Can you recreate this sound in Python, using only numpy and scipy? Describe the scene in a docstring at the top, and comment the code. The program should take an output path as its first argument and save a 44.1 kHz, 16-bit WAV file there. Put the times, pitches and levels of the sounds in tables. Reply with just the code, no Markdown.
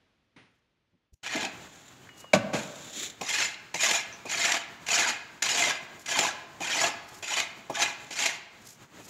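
"""A hushed room indoors, then the scene changes to a concrete yard between brick walls, picked up as one mono
channel. A steel shovel turns sand and cement: one soft stroke, a sharp hollow knock and a duller one, then ten
strokes. Each stroke is a fluttering stream of grain clicks that rings the blade as it lands, grinds and lifts.
Bands of clicks make loose sand hiss and cloth or sand rustle, fading modes ring in the knocks, decaying noise
makes the walls ring on, and a thin far whistle, a gliding sine, sounds once over coloured noise for the air."""
import sys
import numpy as np
from scipy import signal
from scipy.fft import rfft, irfft
from scipy.io import wavfile

SR = 44100
rng = np.random.default_rng(int(sys.argv[2]) if len(sys.argv) > 2 else 0)


def put_to_file(sound):
    """Save the sound as 16-bit audio at rate SR, in the file named by the first command-line argument."""
    columns = np.atleast_2d(sound).T  # one column per channel
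    safe = np.clip(columns, -1, 1)
    whole_steps = np.round(safe * 32767)
    wavfile.write(sys.argv[1], SR, whole_steps.astype(np.int16))


N = 400869
TIME = np.arange(N) / SR

# Levels of shovel, knocks, slides, scuffs and ticks stand ahead of this common trim.
WORK_TRIM_DB = -1.5
# Spectra give only a shape: they are scaled to unit power before a level is set.

# Shovel strokes, from landing through skim, swell to the hardest push and slackening to the lift:
# [start_s, skim_s, swell_s, slack_s, hardest_grinding_db, swell_db, load_body_db and sharp_grit_db re grinding
# at the hardest push, landing_thud_db, landing_clash_db]
SHOVEL_STROKES = [ (1.230, 0.0023, .200, 0.037, -33, 5, -4, -9, -66, -42),
                  (3.209, 0.05, 0.15, 0.046, -27, 8, -10, -2.5, -27, -31),
                  (3.74, 0.049, 0.057, 0.12, -25, 4, -10.5, -2, -29.5, -26.5),
                  (4.251, 0.041, 0.16, 0.098, -26, 7, -8.5, -4.5, -33.5, -49),
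                  (4.863, 0.015, 0.073, 0.15, -25, 8, -9, -3.5, -62, -32.5),
                  (5.421, 0.0078, 0.23, 0.043, -24.5, 8, -5, -4, -52, -17),
                  (6.058, 0.02, .170, 0.038, -27.5, 6, -2.5, -3.5, -52, -33),
                  (6.602, 0.016, 0.22, 0.033, -26, 9.5, -3.5, -4, -32, -36),
                  (7.224, .047, 0.12, .026, -29, 4, -8, -4.5, -40, -34),
                  (7.696, 0.042, 0.082, 0.029, -24.5, 13, -6, -4, -28, -51),
                  (8.105, 0.049, 0.084, 0.059, -26.5, 6, -8, -4, -44, -34), ]
# Edge catching on a stone in mid-stroke: [start_s, thud_db, clash_db]
STONE_HITS = [(1.355, -29, -30), (1.447, -54, -28), (3.397, -39, -30), (3.845, -41, -24), (3.908, -34, -18),
              (4.452, -50, -23), (4.516, -55, -18.5), (4.883, -38, -22.5), (5.635, -38, -22),
              (6.186, -25.5, -15.5), (7.397, -36, -20.5), (8.124, -58, -40), (8.255, -48, -18)]
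# Spectrum of steel on grit: [frequency_hz, level_db per Hz]
GRIT_SPECTRUM = [(53, -46), (90, -28), (282, -16.5), (562, -16.5), (682, -11.5), (1220, -13), (1650, -3.5),
                 (1840, -4.5), (2430, -1.5), (2830, -4), (4540, -7.5), (6980, -9), (8120, -19.5),
                 (12000, -23), (15500, -40)]
# Blade resonances, nominal until the sand shifts and damps them: [pitch_hz, width_hz, lift_db]
BLADE_RESONANCES = [(682, 24, 7), (843, 48, 6), (968, 31, 4), (1307, 23, 4.5), (1674, 9.6, 9.5),
                    (2089, 59, 7.5), (2444, 88, 6), (3006, 67, 4), (3195, 74, 3), (3970, 220, 3),
                    (5860, 110, 5), (7040, 990, 7.5)]
# Spectrum of the dull landing: [frequency_hz, level_db per Hz]
THUD_SPECTRUM = [(60, -33), (130, -5.5), (300, -3), (480, -6), (720, -1), (1100, -9.5), (1700, -39),
                 (4000, -37)]
SKIM_DB = -9.5   # the edge skims the floor before it bites, re the bite
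BITE_S = 0.0081   # time it takes to dig in
EASE_DB = -5   # level at the lift, re the hardest push
LIFT_DB_PER_S = -240   # grinding dies as the blade leaves the floor
FILL_DB_PER_S = 20   # the low body grows as sand piles on the blade
DULL_DB_PER_S = -8.5   # and the sharp grit is smothered
FLUTTER_DB, FLUTTERS_PER_S = 0.82, 44.9   # random level flutter, in dB and in draws per second
THUD_FADE_S, CLASH_FADE_S = 0.097, 0.031   # to 60 dB down

# Hollow knocks: [start_s, body_db, crack_db, rise_s, contact_fade_s, share of the full ring time]
HOLLOW_KNOCKS = [(2.3328, -15.5, -14.5, 0.0018, 0.084, 0.81), (2.529, -26, -27, 0.0093, 0.34, 0.72)]
# Hollow modes the knocks ring with: [pitch_hz, level_db re body, full_t60_s]
HOLLOW_MODES = [(108.5, -23, 0.51), (149.4, -6, 0.25), (191, -6.5, 0.17), (221.3, -12.5, 0.49),
                (285.5, -9.5, 0.15), (323, -11, 0.24), (480, -16, 0.094), (567.5, -1, 0.19),
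                (596, -3, 0.16), (640, -2.5, 0.2), (757.5, -1.5, 0.084), (922, -26, 0.088),
                (1135, -15, 0.31), (1440, -16, 0.12), (1504, -10, 0.12), (1620, -18, 0.087)]
# Spectrum of the crack of contact: [frequency_hz, level_db per Hz]
CRACK_SPECTRUM = [(50, -21), (130, 2), (400, 2), (600, 7.5), (900, 2), (1150, -4), (1600, 1.5),
                  (1900, -6.5), (2400, 1.5), (3200, -6.5), (4000, -6.5), (4600, -11), (7000, -6.5),
                  (8500, -20), (11500, -24), (15000, -41)]
# Bright flash of the first knock, heard only directly: [pitch_hz, level_db, t60_s]
FLASH_MODES = [(2300, -10, 0.018), (2480, -14, 0.014), (3963, -20, 0.023), (4740, -28, 0.044),
               (7000, -37, .03)]

# Loose sand sliding off the blade or down the pile: [centre_s, half_length_s, level_db]
SAND_SLIDES = [(1.72, 0.26, -55.5), (2.63, 0.069, -45), (2.87, 0.21, -46), (3.02, 0.062, -33.5),
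               (8.04, 0.075, -53)]
# Spectrum of the slides: [frequency_hz, level_db per Hz]
SLIDE_SPECTRUM = [(100, -35), (350, -6), (900, -19), (2000, -6.5), (2800, -8), (3550, 1), (4900, -11),
                  (6200, -5), (7150, 1.5), (8600, -20), (11000, -19), (15500, -26)]
# Short bright rustles and scuffs, of cloth or sand: [centre_s, half_length_s, level_db]
RUSTLES_AND_SCUFFS = [(.55, 0.037, -84), (1.136, .008, -66), (2.208, 0.031, -51.5), (6.015, .03, -55),
                      (7.151, 0.073, -54.5), (8.685, 0.048, -49), (9.085, 0.072, -52.5)]
# Spectrum of the rustles and scuffs: [frequency_hz, level_db per Hz]
SCUFF_SPECTRUM = [(500, -26), (3000, -3), (6900, 8), (9000, -4), (12000, -1), (15500, -13)]
# Ticks and squeaks of pebbles: [start_s, level_db, pitch_hz, width_hz, fade_s]
PEBBLE_TICKS = [(2.068, -51, 1650, 700, .07), (2.089, -41.5, 1610, 1000, 0.04),
                (2.241, -37, 840, 503, 0.037), (3.542, -34, 3480, 1400, 0.02),
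                (4.125, -43, 6020, 500, 0.18), (8.988, -53.5, 2530, 80, .2)]
TICK_RISE_S = 0.0019

# Soft dull bumps: [start_s, level_db, rise_s, fade_s, centre_hz, width_hz]
DULL_BUMPS = [(.362, -54.5, 0.0027, 0.38, 166, 199), (0.924, -64.5, 0.019, 0.1, 150, 200),
              (1.122, -49, 0.015, 0.05, 83.4, 70), (1.346, -31.5, 0.0095, 0.17, 245, 130),
              (1.423, -35.5, 0.0081, 0.23, 248, 140), (2.95, -45.5, 0.022, 0.27, 262, 120),
              (3.0, -50, 0.021, 0.27, 372, 160), (7.697, -34.5, 0.0032, 0.16, 329, 120),
              (8.986, -48.5, 0.0071, 0.16, 317, 494)]
# Spectrum of a faint tap indoors: [frequency_hz, level_db per Hz]
TAP_SPECTRUM = [(240, -46), (400, -6), (1340, -4), (2050, 0), (6150, -19), (8170, -34), (8900, -20),
                (12000, -47), (15600, -77), (22000, -120)]
TAP_S, TAP_DB, TAP_T60_S = .361, -54, 0.5
# Thin far whistle: [time_s, pitch_hz, level_db]
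WHISTLE_GLIDE = [(2.02, 3140, -75), (2.04, 3090, -57), (2.075, 2990, -80), (2.1, 2920, -53),
                 (2.16, 2870, -61), (2.25, 2910, -52.5), (2.32, 2830, -56), (2.35, 2870, -87)]

# Ring time of the walls: [frequency_hz, t60_s]
WALL_RING = [(100, 1.0), (700, 1.25), (1800, 1.22), (2500, 0.5), (4500, 1.07), (8000, 0.55), (14000, 2.5)]
# Tail of the walls re the direct sound, ahead of the wet trim of each source: [frequency_hz, level_db]
WALL_LEVEL = [(100, -7.5), (700, -9), (2000, -5.5), (4500, -14), (8000, -27), (14000, -29)]

# Spectrum of the hushed air indoors: [frequency_hz, level_db per Hz]
HUSH_SPECTRUM = [(18, -43), (30, -6), (108, -1), (272, -4.5), (842, -13), (2470, -13.5), (3430, -15.5),
                 (6250, -26.5), (8030, -35), (12000, -39), (15600, -67), (22000, -120)]
# Level of the hushed air: [time_s, level_db]
HUSH_LEVEL = [(0.0, -69.5), (0.3, -75.5), (0.45, -72), (0.58, -75.5), (1.07, -80.5), (1.19, -91)]
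# Spectrum of the open air in the yard: [frequency_hz, level_db per Hz]
YARD_SPECTRUM = [(15, -52), (25, -17), (33, -15), (69, -7), (107, 1), (368, -2), (509, -7), (804, -7),
                 (1410, -8), (1620, -8), (3440, -13.5), (5580, -20), (6920, -13), (9300, -30),
                 (15500, -28.5)]
YARD_FROM_S, YARD_DB = 1.228, -54.5

CUTOFF_HZ = 15700


def shovel():
    """Each stroke opens with the landing of the blade; now and then the edge hits a stone."""
    out, hits = np.zeros(N), np.zeros(N)
    for start_s, *motion, thud_db, clash_db in SHOVEL_STROKES:
        add(out, start_s, walls(stroke(*motion)))   # each stroke is at a new spot, with echoes of its own
        add(hits, start_s, contact(thud_db, clash_db))
    for start_s, thud_db, clash_db in STONE_HITS:
        add(hits, start_s, contact(thud_db, clash_db))
    return out + walls(hits)[:N]


def stroke(skim_s, swell_s, slack_s, db, swell_db, load_db, grit_db,
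           sawtooth_db=5.5, judder_db=2.5, patchy_db=1.0, stones_db=-10, pings_db=-5):
    """One push over sand and small stones: a fluttering stream of grain clicks rings the blade."""
    size = SR // 2
    t = TIME[:size]
    level = db + push(t, skim_s, swell_s, slack_s, swell_db)
    since_hardest = t - skim_s - swell_s
    load = load_db + FILL_DB_PER_S * since_hardest
    sharp = grit_db + DULL_DB_PER_S * since_hardest

    sand = grains(size, per_s=7000, spread_db=2.0)
    stones = grains(size, per_s=130, spread_db=0.5)
    flutter = from_db(sawtooth_db * sawtooth_flutter(size) + judder_db * drift(size, 69.0))
    clicks = flutter * (sand + from_db(stones_db) * stones)
    grit = colour(clicks + from_db(pings_db) * pings(size), GRIT_SPECTRUM)

    # the load slides up the blade: its resonances crossfade to new ones every tenth of a second
    ringing = np.zeros(size)
    for moment in np.arange(size // (SR // 10) + 1) / 10:
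        crossfade = np.maximum(1 - 10 * abs(t - moment), 0)
        ringing += blade(grit * crossfade)

    # body of the load, grinding edge and sharp grit, each with a level of its own
    below_1300, below_4750 = [
        signal.sosfiltfilt(signal.butter(4, hz, fs=SR, output="sos"), ringing) for hz in (1300, 4750)]
    parts = [(below_1300, load), (below_4750 - below_1300, 0), (ringing - below_4750, sharp)]
    out = np.zeros(size)
    for part, part_db in parts:
        out += rms_one(part) * from_db(level + part_db + patchy_db * drift(size, 60.4))
    return out * np.minimum(t / 0.0044, 1)


def push(t, skim_s, swell_s, slack_s, swell_db):
    """Effort of one stroke in dB re its hardest: skim, bite, swell, slacken, lift, with a small random flutter."""
    bites, hardest, lifts = np.cumsum([skim_s, swell_s, slack_s])
    moments = [bites, bites + BITE_S, hardest, lifts]
    effort = np.interp(t, moments, [SKIM_DB - swell_db, -swell_db, 0, EASE_DB])
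    lift = LIFT_DB_PER_S * np.maximum(t - lifts, 0)
    return effort + lift + FLUTTER_DB * drift(len(t), FLUTTERS_PER_S)


def sawtooth_flutter(size, per_s=42, uneven_db=4.0):
    """The level flutters in an uneven sawtooth, about 42 jumps a second, sinking after each jump."""
    pace = per_s * from_db(uneven_db * drift(size, 30))
    cycles = rng.random() + np.cumsum(pace) / SR
    return .5 - cycles % 1


def pings(size, per_s=420, t60=0.055, low_hz=600, high_hz=9000, spread_db=3.0):
    """Each small stone rings the plate briefly at a pitch of its own."""
    out, t = np.zeros(size + SR // 10), TIME[:SR // 10]
    shape = burst(0.0027, t60, size=len(t))
    for when, pitch, chance in rng.random((int(per_s * size / SR), 3)):
        hz = low_hz + pitch * (high_hz - low_hz)
        height = from_db(spread_db * min(-np.log(chance), 3))
        add(out, when * size / SR, height * shape * np.sin(2 * np.pi * hz * t))
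    return rms_one(out[:size])


def blade(x, detune=0.0031, vary_db=-1.5):
    """The blade lifts its resonances; the sand lying on it shifts and damps them a little."""
    out = x
    chances = rng.uniform(-0.67, 1, (len(BLADE_RESONANCES), 2))
    for (hz, width, lift_db), (shift, damp) in zip(BLADE_RESONANCES, chances):
        centre = hz * (1 + detune * shift)
        resonance = signal.lfilter(*signal.iirpeak(centre, centre / width, fs=SR), x)
        out = out + (from_db(lift_db + vary_db * damp) - 1) * resonance
    return out


def contact(thud_db, clash_db, landing_s=0.0056):
    """Steel meets floor or stone: a dull thud and a shorter bright clash, both through the blade."""
    size = SR // 4
    out = np.zeros(size)
    parts = [(THUD_SPECTRUM, thud_db, THUD_FADE_S), (GRIT_SPECTRUM, clash_db, CLASH_FADE_S)]
    for spectrum, db, fade in parts:
        steel = rms_one(blade(colour(rng.standard_normal(size), spectrum)))
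        out += from_db(db) * burst(landing_s, fade, size=size) * steel
    return out


def knocks(rebound_s=.0125, rebound_db=-6, rattle=1.0, rattle_per_s=120, settle_s=0.019):
    """A crack of contact, a quick rebound, and hollow modes that rattle as they die."""
    out, t = np.zeros(N), TIME[:SR]
    for start_s, body_db, crack_db, rise, fade, ring in HOLLOW_KNOCKS:
        for hz, db, t60 in HOLLOW_MODES:
            rattling = 1 + rattle * np.minimum(t / settle_s, 1) * drift(SR, rattle_per_s)
            mode = np.sin(2 * np.pi * (hz * t + rng.random())) * rattling
            build_up = rise + 2 / hz   # low modes take longer to get going
            add(out, start_s, from_db(body_db + db) * mode * burst(build_up, ring * t60, size=SR))
        crack = from_db(crack_db) * burst(rise, fade)
        for delay, db in ((0, 0), (rebound_s, rebound_db)):
            clicks = crack * grains(len(crack), per_s=9800, spread_db=2.5)
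            add(out, start_s + delay, from_db(db) * colour(clicks, CRACK_SPECTRUM))
    return out


def flash(rise_s=0.0036):
    """Stiff high modes of the first knock that die almost at once."""
    out, t = np.zeros(N), TIME[:SR // 2]
    for hz, db, t60 in FLASH_MODES:
        mode = np.sin(2 * np.pi * (hz * t + rng.random()))
        add(out, HOLLOW_KNOCKS[0][0], from_db(db) * burst(rise_s, t60) * mode)
    return out


def swishes(rows, spectrum, grain_db, per_s):
    """Slides, rustles and scuffs: patches of coloured clicks swell and fade, with a flickering level."""
    out, t = np.zeros(N), np.arange(-.5, .5, 1 / SR)
    for centre_s, half, db in rows:
        clicks = colour(grains(len(t), per_s=per_s, spread_db=1.5), spectrum)
        flicker = from_db(db + grain_db * drift(len(t), 120.6))
        add(out, centre_s - .5, np.exp(-(t / half) ** 2) * flicker * clicks)
    return out


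def ticks():
    """A pebble clicks or squeaks in a narrow band around its own pitch."""
    out = np.zeros(N)
    for start_s, db, hz, width, fade in PEBBLE_TICKS:
        shape = burst(TICK_RISE_S, fade)
        add(out, start_s, from_db(db) * shape * around(rng.standard_normal(SR), hz, width)[-len(shape):])
    return out


def bumps():
    """Dull low bumps in bands of noise, and the faint tap indoors in coloured noise."""
    out = np.zeros(N)
    for start_s, db, rise, fade, hz, width in DULL_BUMPS:
        shape = burst(rise, fade)
        add(out, start_s, from_db(db) * shape * around(rng.standard_normal(SR), hz, width)[-len(shape):])
    tap = from_db(TAP_DB) * burst(0.0039, TAP_T60_S)
    add(out, TAP_S, colour(tap * rng.standard_normal(len(tap)), TAP_SPECTRUM))
    return out


def whistle():
    """One thin tone far off that sags and then wavers: a sine with gliding pitch and level."""
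    time_s, hz, db = np.transpose(WHISTLE_GLIDE)
    level = from_db(np.interp(TIME, time_s, db, left=-200, right=-200))
    return level * np.sin(2 * np.pi * np.cumsum(np.interp(TIME, time_s, hz)) / SR)


def walls(x, wet_db=-2.0, early_db=-9, early_t60=0.19, first_s=.006):
    """Direct sound, close reflections off ground and door, then a tail with a ring time for each band."""
    t, edges = TIME[:SR], np.geomspace(60, 16000, 11)
    white, tail = rng.standard_normal((2, len(t))), 0
    for k, (low, high) in enumerate(zip(edges, edges[1:])):
        hz = np.sqrt(low * high)
        decay = np.exp(-np.log(1000) * t / at_hz(WALL_RING, hz))
        fade = decay * np.clip((t - first_s) / 0.019, 0, 1)
        tail = tail + from_db(at_hz(WALL_LEVEL, hz)) * band(white[k % 2], low, high) * rms_one(fade)
    early = grains(len(t), per_s=1500, spread_db=3.5) * from_db(-60 * t / early_t60) * (t > first_s)
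    response = from_db(wet_db) * (tail + from_db(early_db) * rms_one(early)) / np.sqrt(len(t))
    response[0] = 1   # the direct sound
    return signal.fftconvolve(x, response)


def background(waver_db=3.4):
    """Hushed air indoors, then the wavering air of the yard, both as coloured noise."""
    outside = np.clip((TIME - YARD_FROM_S) / 0.0046, 0, 1)
    hush_level = from_db(np.interp(TIME, *np.transpose(HUSH_LEVEL)))
    hush = hush_level * colour(rng.standard_normal(N), HUSH_SPECTRUM)
    yard_level = from_db(YARD_DB + waver_db * drift(N, 24))
    yard = yard_level * colour(rng.standard_normal(N), YARD_SPECTRUM)
    return (1 - outside) * hush + outside * yard


def grains(size, per_s, spread_db):
    """Random clicks of uneven size, rms 1, such as sand grains cracking under steel."""
    heights = from_db(spread_db * np.minimum(rng.exponential(1, size), 4))
    return rms_one(heights * rng.choice([-1, 1], size) * (rng.random(size) < per_s / SR))


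def burst(rise, t60, size=SR // 2):
    """Envelope of a blow: a straight rise, then an exponential fade."""
    t = TIME[:size]
    return np.minimum(t / rise, 1) * from_db(-60 * np.maximum(t - rise, 0) / t60)


def drift(size, rate):
    """Random wander about zero: normal draws, rate of them a second, joined by straight lines."""
    steps = np.arange(size) * rate / SR
    count = int(steps[-1]) + 2
    return np.interp(steps, np.arange(count), rng.standard_normal(count))


def colour(x, spectrum, size=4096):
    """Causal (minimum-phase) filter of unit power with the given spectrum."""
    hz = np.maximum(np.arange(size // 2 + 1) * SR / size, 1)
    cepstrum = irfft(np.log(from_db(at_hz(spectrum, hz))))
    cepstrum[1:size // 2] *= 2   # folding the cepstrum forward makes the filter causal
    cepstrum[size // 2 + 1:] = 0
    response = irfft(np.exp(rfft(cepstrum)))
    return signal.fftconvolve(x, response / np.sqrt(np.sum(response ** 2)))[:len(x)]


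def band(x, low, high):
    """Butterworth band-pass."""
    edges = [max(low, 10), min(high, .45 * SR)]
    return signal.sosfilt(signal.butter(2, edges, "band", fs=SR, output="sos"), x)


def around(x, hz, width):
    """One band of x, rms 1, whose edges have hz as their geometric mean."""
    low = np.sqrt(hz ** 2 + width ** 2 / 4) - width / 2
    return rms_one(band(x, low, low + width))


def at_hz(points, hz):
    """Reads a table on a log-frequency axis."""
    table_hz, values = np.transpose(points)
    return np.interp(np.log(hz), np.log(table_hz), values)


def from_db(db):
    """Amplitude of a level in dB."""
    return 10 ** (np.asarray(db) / 20)


def rms_one(x):
    """Scales x to an rms of 1."""
    return x / np.sqrt(np.mean(x ** 2) + 1e-20)


def add(out, s, x):
    """Mixes x in from time s."""
    start = max(round(s * SR), 0)
    out[start:start + len(x)] += x[:max(N - start, 0)]


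def scene():
    """The work and its reverberation, with bumps and whistle, over the background."""
    slides = swishes(SAND_SLIDES, SLIDE_SPECTRUM, grain_db=3.0, per_s=7800)
    scuffs = swishes(RUSTLES_AND_SCUFFS, SCUFF_SPECTRUM, grain_db=6.0, per_s=7600)
    loose = walls(slides + scuffs + ticks(), wet_db=-5.5)[:N]
    hollow = walls(knocks(), wet_db=-1.5, early_db=-9)[:N] + flash()
    work = shovel() + hollow + loose
    return (from_db(WORK_TRIM_DB) * work + bumps() + whistle() + background())[None]


def record(dry):
    """The microphone channel: an elliptic low-pass cuts the top steeply."""
    return signal.sosfilt(signal.ellip(10, .2, 70, CUTOFF_HZ, fs=SR, output="sos"), dry)


dry = scene()
out = record(dry)
put_to_file(out)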